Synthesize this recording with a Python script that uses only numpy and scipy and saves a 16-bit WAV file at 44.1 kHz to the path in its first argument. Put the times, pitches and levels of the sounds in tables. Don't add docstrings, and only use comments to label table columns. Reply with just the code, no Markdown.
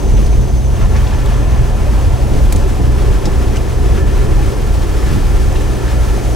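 import sys
import numpy as np
from scipy import signal
from scipy.fft import rfft, irfft
from scipy.io import wavfile
from scipy.ndimage import uniform_filter1d, minimum_filter1d

SR = 44100
rng = np.random.default_rng(int(sys.argv[2]) if len(sys.argv) > 2 else 0)


def transcribe(u):
    v = np.clip(np.atleast_2d(u).T, -1, 1)
    q = np.round(v * 32767).astype(np.int16)
    wavfile.write(sys.argv[1], SR, q)


N = 280035
TIME = np.arange(N) / SR
BINS = np.maximum(np.arange(N // 2 + 1) * SR / N, 1)


def from_db(db):
    return 10 ** (np.asarray(db) / 20)


def rms_one(x):
    return x / np.sqrt(np.mean(x ** 2) + 1e-20)


def at_level(pair, db):
    return pair / np.std(pair.mean(axis=0)) * from_db(db)


def in_time(rows):
    return np.interp(TIME, *np.transpose(rows))


def in_frequency(rows):
    hz, *columns = np.transpose(rows)
    return [np.interp(np.log(BINS), np.log(hz), c) for c in columns]


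def swell(s, length_s):
    return np.exp(-2 * ((TIME - s) / length_s) ** 2)


def since(s):
    part = slice(int(s * SR), int(s * SR) + SR)
    return part, TIME[part] - TIME[part][0]


def drift(rate):
    return rms_one(irfft(rfft(rng.standard_normal(N)) / (1 + (BINS / rate) ** 2), N))


def wavering_tone(hz, width_hz):
    phase = 2 * np.pi * np.cumsum(hz * np.ones(N)) / SR
    return rms_one(drift(width_hz) * np.cos(phase) + drift(width_hz) * np.sin(phase))


def resonance(hz, width_hz):
    return abs(1 / (1 + 1j * (BINS ** 2 - hz ** 2) / (BINS * width_hz)))


def mode_bank(modes, widen=1):
    return np.sqrt(sum(from_db(2 * db) * resonance(hz, width * widen) ** 4 for hz, width, db in modes))


def colour(spectrum):
    skirts = 1 / (1 + (spectrum[0][0] / BINS / 2) ** 4) / (1 + (BINS / spectrum[-1][0] / 2) ** 4)
    return from_db(in_frequency(spectrum)[0]) * skirts


def stereo(direct, diffuse=np.zeros(N), eq=1):
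    # (frequency [Hz], likeness [0-1], left lead [rad], left minus right [dB])
    image = [(20, .997, -.4, .2), (55, .997, -.88, 0), (120, .985, -1.3, -1.5), (220, .88, -1.35, -2),
             (380, .93, -1.3, .5), (660, .64, -1.1, 3.2), (1000, .58, -.68, .3), (2000, .58, -.42, -.3),
             (4000, .77, 0, 1.1), (7000, .72, .15, 1.7), (13000, .5, 0, 1.1)]
    alike, lead, balance_db = in_frequency(image)
    sides = np.array([[1], [-1]])
    pair = np.sqrt(1 + alike) * rfft(direct) + sides * np.sqrt(1 - alike) * rfft(diffuse)
    placement = np.exp(.5j * sides * lead) * from_db(sides * balance_db / 2)
    return irfft(pair * eq * placement / np.sqrt(2), N)


def bubbly_noise(per_s, band_hz, cycles, spread_db, bubbles_db):
    noise, pitches = rng.standard_normal((2, N)), 16
    strength = from_db(spread_db * np.minimum(rng.exponential(1, N), 4)) * rng.choice([-1, 1], N)
    bursts = strength * (rng.random(N) < per_s / SR)
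    pitch_index = rng.integers(0, pitches, N)
    rings = np.zeros(N)
    for k, hz in enumerate(np.geomspace(*band_hz, pitches)):
        decay, step = from_db(-60 * hz / (cycles * SR)), 2 * np.pi * hz / SR
        resonator = [1 - decay, 0, decay - 1], [1, -2 * decay * np.cos(step), decay ** 2]
        rings += signal.lfilter(*resonator, bursts * (pitch_index == k) + 1e-18)
    noise[0] += from_db(bubbles_db) * rms_one(rings)
    return noise


def crank_turns(firing_hz):
    return np.cumsum(firing_hz) / SR / 3


def gulping():
    # (time [s], boost [dB])
    gulps = [(.13, 6), (.22, 3), (.32, 5), (.54, 4), (.83, 2.5), (1.16, 5), (1.6, 7), (2.08, 3),
             (2.45, 5.5), (2.94, -0.5), (3.04, -1), (3.37, 3), (3.48, 4), (3.92, 3), (4.32, 2), (4.47, 4),
             (5.18, 0), (5.37, 2.5), (6.11, 4)]
    # (time [s], dip [dB], length [s])
    lulls = [(0.012, 7, 0.033), (0.474, 7, 0.056), (.61, 7, 0.056), (0.776, 6, .035), (1.68, 6, 0.042),
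             (2.186, 19, 0.037), (2.27, 6, .06), (2.734, 6, 0.096), (3.216, 7, 0.048), (3.54, 6, 0.043),
             (3.702, 3.5, 0.2), (4.533, 18, 0.043), (4.997, 6, .035), (5.78, 5.5, 0.1), (6.036, 1, .03),
             (6.203, 4, 0.027)]
    gulps_db = sum(db * swell(s, length_s=.035) for s, db in gulps)
    return gulps_db - sum(db * swell(s, length_s) for s, db, length_s in lulls)


def engine(firing_hz):
    # (multiple of the crank rate [x], relative level [dB], unsteadiness [dB])
    orders = [(.5, -9, -3), (1, -0.5, 7), (1.5, -3, 2.5), (2, -4.5, 3.5), (2.5, -10.5, 7.5), (3, -2, 1.5),
              (10, -21.5, 2)]
    # (time [s], gain [dB])
    load = [(0, -26), (.5, -18), (.85, -18.5), (1.03, -20.5), (1.45, -18.5), (1.68, -17.5), (1.93, -26.5),
            (2.25, -17.5), (2.5, -22.5), (2.87, -16.5), (3.3, -23.5), (3.7, -18), (3.95, -23), (4.4, -17.5),
            (4.9, -26), (5.15, -20), (6.35, -21)]
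    turns, drone = crank_turns(firing_hz), np.zeros(N)
    choke = from_db(.5 * gulping())
    for multiple, db, unsteady_db in orders:
        phase = 2 * np.pi * (multiple * turns + rng.random()) + .075 * unsteady_db * drift(22)
        flutter = rms_one(from_db(unsteady_db * drift(10)))
        partial = from_db(db) * flutter * np.sqrt(2) * np.sin(phase)
        drone += partial * (choke if multiple < 3 else 1)
    return stereo(drone) * from_db(in_time(load))


def gas_pocket():
    # (time [s], pitch [Hz])
    pitch = [(0, 43), (1.7, 42), (2.6, 37), (4, 34), (6.35, 33)]
    throb = wavering_tone(in_time(pitch), width_hz=8.2)
    shudder = wavering_tone(20.8, width_hz=7.4)
    return throb + from_db(-12) * shudder


def exhaust():
    # (frequency [Hz], base width [Hz], level [dB])
    cab_modes = [(56.9, 9.5, 1.5), (40.9, 13, -3.5), (89.8, 24, -11)]
    pops_per_s, even_s, evenness, fade_db_per_s = 300, .047, .86, .27
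    pops = (rng.random((2, N)) < pops_per_s / SR) * rng.standard_normal((2, N))
    air = rms_one(stereo(*pops, eq=mode_bank(cab_modes, widen=1.95)))
    boom = rms_one(air + from_db(-2.5) * rms_one(stereo(gas_pocket())))
    power = abs(signal.hilbert(boom.mean(axis=0))) ** 2
    envelope = np.sqrt(uniform_filter1d(power, size=int(even_s * SR)) + .055)
    flow_db = -11 - fade_db_per_s * TIME + 1.7 * drift(3.3) + gulping()
    return at_level(boom / envelope ** evenness, flow_db)


def hull():
    # (frequency [Hz], level [dB])
    floor_eq = [(75, 6), (140, -0.5), (165, -1), (205, 1), (255, -3), (330, -18)]
    # (time [s], boost [dB])
    slaps = [(.19, 3.5), (.4, 5.5), (.92, 4.5), (2.36, 8.5), (2.84, 4.5), (3.0, 2), (3.33, 2), (3.44, 3.5),
             (3.94, 6), (5.16, 6.5)]
    # (frequency [Hz], base width [Hz], level [dB])
    panel_modes = [(290, 40, 0), (336, 46, -1.5), (413, 31, -6), (444, 23, -5), (483, 95, -6.5)]
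    # (time [s], level [dB])
    drone_fader = [(0, -29.5), (.6, -31.5), (2.1, -29.5), (4, -29), (5, -28), (6.35, -29)]
    fade_db_per_s, panel_share = .28, .12
    slaps_db = sum(db * swell(s, length_s=.071) for s, db in slaps)
    rumble = stereo(*rng.standard_normal((2, N)), eq=colour(floor_eq))
    drone = stereo(*rng.standard_normal((2, N)), eq=mode_bank(panel_modes, widen=1.63))
    return (at_level(rumble, -24 - fade_db_per_s * TIME + slaps_db)
            + at_level(drone, in_time(drone_fader) + panel_share * slaps_db))


def slosh():
    # (frequency [Hz], level [dB])
    slosh_eq = [(400, -16.5), (570, 6.5), (650, -1), (725, 4.5), (830, 0.5), (1000, -3.5), (1300, -24.5)]
    # (time [s], level [dB])
    fader = [(0, -33), (.6, -34.5), (.9, -32.5), (1.9, -30.5), (3.3, -32.5), (4.7, -33), (6.35, -31.5)]
    churn = bubbly_noise(per_s=400, band_hz=(477.5, 1145), cycles=27, spread_db=-3, bubbles_db=-13.5)
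    return at_level(stereo(*churn, eq=colour(slosh_eq)), in_time(fader))


def bow_wave(surge):
    # (time [s], level [dB])
    fader = [(0.0, -38.5), (0.2, -37.5), (0.62, -40), (0.82, -34.5), (1.2, -33.5), (1.5, -34), (2.4, -36),
             (3.2, -34), (3.7, -35.5), (4.05, -33.5), (5.3, -34.5), (5.9, -33), (6.35, -35)]
    # (time [s], boost [dB])
    crests = [(.825, 4), (.975, 2.5), (1.13, 3.5), (2.65, 3), (3.32, 1.5), (3.55, 3.5), (3.98, 3), (5.1, 0)]
    # (frequency [Hz], level [dB])
    wash_eq = [(650, -3), (1050, 5.5), (1450, -0.5), (2000, -2.5), (2550, -4.5), (3200, -7), (4000, -13.5),
               (6000, -8.5), (12000, -36)]
    # (frequency [Hz], width [Hz], level [dB])
    well_modes = [(1330, 175, 0), (1570, 170, -9), (1739, 107, 2.5), (2490, 120, -6.5), (3170, 100, -11)]
    settled_db, well_db_per_wave_db = -32.5, 2.9
    wave_db = in_time(fader)
    wells_db = -36.5 + well_db_per_wave_db * (wave_db - settled_db)
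    crests_db = sum(db * swell(s, length_s=.031) for s, db in crests)
    rush = bubbly_noise(per_s=2000, band_hz=(983, 3660), cycles=15, spread_db=2.5, bubbles_db=-8.5)
    wash = stereo(*(rush * from_db(1.18 * surge)), eq=colour(wash_eq))
    wells = stereo(*rng.standard_normal((2, N)), eq=mode_bank(well_modes))
    return at_level(wash, wave_db + crests_db) + at_level(wells, wells_db + crests_db)


def spray(surge):
    # (frequency [Hz], level [dB])
    spray_eq = [(1500, 4.5), (3500, 2.5), (5000, 2.5), (7000, 0.5), (8500, 0.5), (10500, -2), (12000, -4.5),
                (15500, -9)]
    # (time [s], level [dB])
    fader = [(0, -39), (.6, -40), (1, -37.5), (1.5, -39), (2.45, -37.5), (3.7, -38), (4.3, -36.5),
             (6.35, -35.5)]
    fizz = bubbly_noise(per_s=3000, band_hz=(3100, SR / 3), cycles=8.7, spread_db=-1, bubbles_db=-9)
    fizz *= from_db(.88 * surge)
    return at_level(stereo(*fizz, eq=colour(spray_eq)), in_time(fader))


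def fan_belt(firing_hz):
    # (time [s], level [dB])
    fader = [(0, -42.5), (.65, -45), (1.15, -50), (1.4, -49), (2, -54), (3, -56), (5, -54), (6.35, -47)]
    laps_per_turn, swell_db = .293, 4
    lap = np.cos(2 * np.pi * laps_per_turn * crank_turns(firing_hz) + .4 * drift(3))
    slip = rng.standard_normal((2, N)) * from_db(swell_db * lap)
    hiss = resonance(6140, width_hz=580) ** 2
    squeak = from_db(-6) * resonance(6050, width_hz=80)
    return at_level(stereo(*slip, eq=np.hypot(hiss, squeak)), in_time(fader))


def panel_buzz():
    # (time [s], level [dB])
    fader = [(0, -29), (.6, -35), (1.1, -34.5), (2.45, -37), (2.66, -28.5), (2.76, -47), (3.02, -25),
             (3.15, -30), (3.65, -32), (3.82, -30), (3.95, -27), (4.52, -30), (4.65, -37), (4.79, -31),
             (5.2, -32), (6.1, -31), (6.35, -28)]
    direct, diffuse = (wavering_tone(387.4, width_hz=40) for _ in range(2))
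    return at_level(stereo(direct, diffuse), in_time(fader))


def splashes():
    # (time [s], level [dB], 60 dB decay [s], brightest frequency [Hz])
    hits = [(.165, -33, .2, 2300), (.955, -25.5, 0.12, 1900), (1.06, -39, 1.0, 2900),
            (5.085, -33, .16, 1800), (5.553, -26.5, .11, 2800), (5.875, -29, 0.15, 1400)]
    drops = bubbly_noise(per_s=1200, band_hz=(1140, 5900), cycles=15, spread_db=5, bubbles_db=-1)
    out, attack_s = np.zeros((2, N)), .0055
    for s, db, t60, hz in hits:
        part, age = since(s)
        spatter = rms_one(signal.lfilter(*signal.iirpeak(hz, Q=1.9, fs=SR), drops[:, part]))
        out[:, part] += spatter * from_db(db - 60 * age / t60) * (1 - np.exp(-age / attack_s))
    return stereo(*out)


def loose_trim():
    # (time [s], crack gain [dB], 60 dB decay [s], crack centre [Hz], sharpness [Q],
    # clink pitch [Hz], clink gain [dB])
    clicks = [(.262, -30, .11, 5500, 1.4, 2400, -37), (.328, -37, 0.064, 2600, 2.5, 2300, -22),
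              (1.259, -31, .05, 7100, 1.2, 3320, -22), (2.3356, -31, .046, 4500, 1.6, 3700, -31),
              (2.5246, -12.5, 0.031, 8750, 1.4, 2380, -11.5), (2.5613, -22, .03, 7500, 2, 7300, -25),
              (3.2547, -24, 0.064, 5430, 1.8, 5200, -16), (3.559, -26, .079, 5500, 3.2, 2420, -20),
              (3.568, -25, .044, 6000, 2.7, 2980, -16), (5.559, -35, .08, 3000, 1.6, 2740, -22),
              (5.6077, -32, 0.1, 7000, 1.4, 2750, -31)]
    # (frequency [Hz], width [Hz], boost [dB])
    trim_modes = [(2330, 1000, 4.5), (3900, 780, 10), (7500, 3000, 3), (10100, 1200, 2.5)]
    out, grain = np.zeros((2, N)), rng.standard_normal((2, N))
    for s, crack_db, t60, crack_hz, q, clink_hz, clink_db in clicks:
        part, age = since(s)
        chatter = grain[:, part] * from_db(-60 * age / t60)
        crack = signal.lfilter(*signal.iirpeak(crack_hz, Q=q, fs=SR), chatter)
        clink = signal.lfilter(*signal.iirpeak(clink_hz, Q=9, fs=SR), chatter)
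        out[:, part] += from_db(crack_db) * crack + from_db(clink_db) * clink
    boost_db = sum(db * resonance(hz, width) ** 2 for hz, width, db in trim_modes)
    return stereo(*out, eq=from_db(boost_db))


def gurgles():
    # (time [s], starting pitch [Hz], level [dB])
    big_bubbles = [(.805, 644, -21), (1.125, 935, -28), (1.555, 780, -21), (1.725, 740, -26),
                   (1.865, 590, -18), (1.98, 786, -23), (2.276, 538, -21), (2.765, 750, -20),
                   (3.905, 734, -21), (4.375, 800, -18)]
    ring_cycles, rise_per_s, attack_s = 95, 1, .0038
    out = np.zeros(N)
    for s, hz, db in big_bubbles:
        part, age = since(s)
        envelope = from_db(db - 60 * age * hz / ring_cycles) * (1 - np.exp(-age / attack_s))
        out[part] += envelope * np.sin(2 * np.pi * hz * age * (1 + rise_per_s * age / 2))
    return stereo(out)


def whine(firing_hz):
    # (time [s], level [dB])
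    swells = [(1.05, -42), (3.11, -42), (4.0, -38), (4.3, -42), (5.1, -39), (6.14, -43)]
    envelope = sum(from_db(db) * swell(s, length_s=.084) for s, db in swells)
    return stereo(wavering_tone(14.35 * firing_hz, width_hz=30) * envelope)


def knocks():
    # (time [s], level [dB], contact brightness [Hz])
    bumps = [(1.395, -12.5, 300), (2.318, -12, 260), (2.527, -16, 500), (2.547, -12.5, 700),
             (2.794, -11.5, 400), (3.256, -19, 700), (3.271, -11, 1000), (3.488, -17, 350),
             (5.687, -14, 300)]
    # (frequency [Hz], relative level [dB], 60 dB decay [s])
    body_modes = [(161, -4, 0.11), (193.5, 1, 0.088), (289, -1.5, .13), (382, -4, 0.09), (512, -4, .07),
                  (800, 1, .05)]
    out, detune, attack_s = np.zeros(N), .057, .0032
    for s, db, contact_hz in bumps:
        part, age = since(s)
        attack = 1 - np.exp(-age / attack_s)
        for k, (hz, mode_db, t60) in enumerate(body_modes):
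            pitch_hz = hz * (1 + detune * rng.standard_normal())
            ring = np.sin(2 * np.pi * pitch_hz * age) * from_db(db + mode_db - 60 * age / t60)
            out[part] += (-1) ** k * ring * attack / np.hypot(1, hz / contact_hz)
    return stereo(out)


def cab(x):
    # (delay [ms], gain [x])
    reflections = [(5.81, .11), (4.4, .08), (8.9, .06), (13.7, .06), (21.3, .05)]
    echoes = sum(gain * np.exp(-2j * np.pi * BINS * ms / 1000) for ms, gain in reflections)
    return irfft(rfft(x) * (1 + echoes / np.hypot(1, BINS / 6000)), N)


def scene():
    # (time [s], firing rate [Hz])
    speed = [(0.0, 122.0), (0.55, 124.6), (0.81, 122.0), (2.7, 121.6), (3.2, 120.1), (4.7, 120.7),
             (5.0, 118.6), (5.3, 120.7), (6.35, 120.2)]
    firing_hz = in_time(speed) + .408 * drift(1.56)
    body = hull() + slosh() + knocks() + loose_trim() + fan_belt(firing_hz)
    drone = engine(firing_hz) + exhaust() + panel_buzz() + whine(firing_hz)
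    surge = drift(11.6)
    water = bow_wave(surge) + spray(surge) + gurgles() + splashes()
    return drone + cab(body + water)


def record(dry):
    low_cut_hz, duck_below_hz, high_cut_hz = 16, 160, 15900
    ceiling, span = .95, int(.012 * SR)
    whistle = from_db(-72) * np.sin(2 * np.pi * 15734 * TIME)
    heard = signal.sosfilt(signal.butter(3, low_cut_hz, "high", fs=SR, output="sos"), dry) + whistle
    bass = irfft(rfft(heard) / (1 + (BINS / duck_below_hz) ** 4), N)
    allowed = 1 / np.maximum(abs(heard).max(axis=0) / ceiling, 1)
    bass_gain = uniform_filter1d(minimum_filter1d(allowed, size=span), size=span)
    ducked = heard + bass * (bass_gain - 1)
    return signal.sosfilt(signal.ellip(10, .1, 80, high_cut_hz, fs=SR, output="sos"), ducked)


dry = scene()
out = record(dry)
transcribe(out)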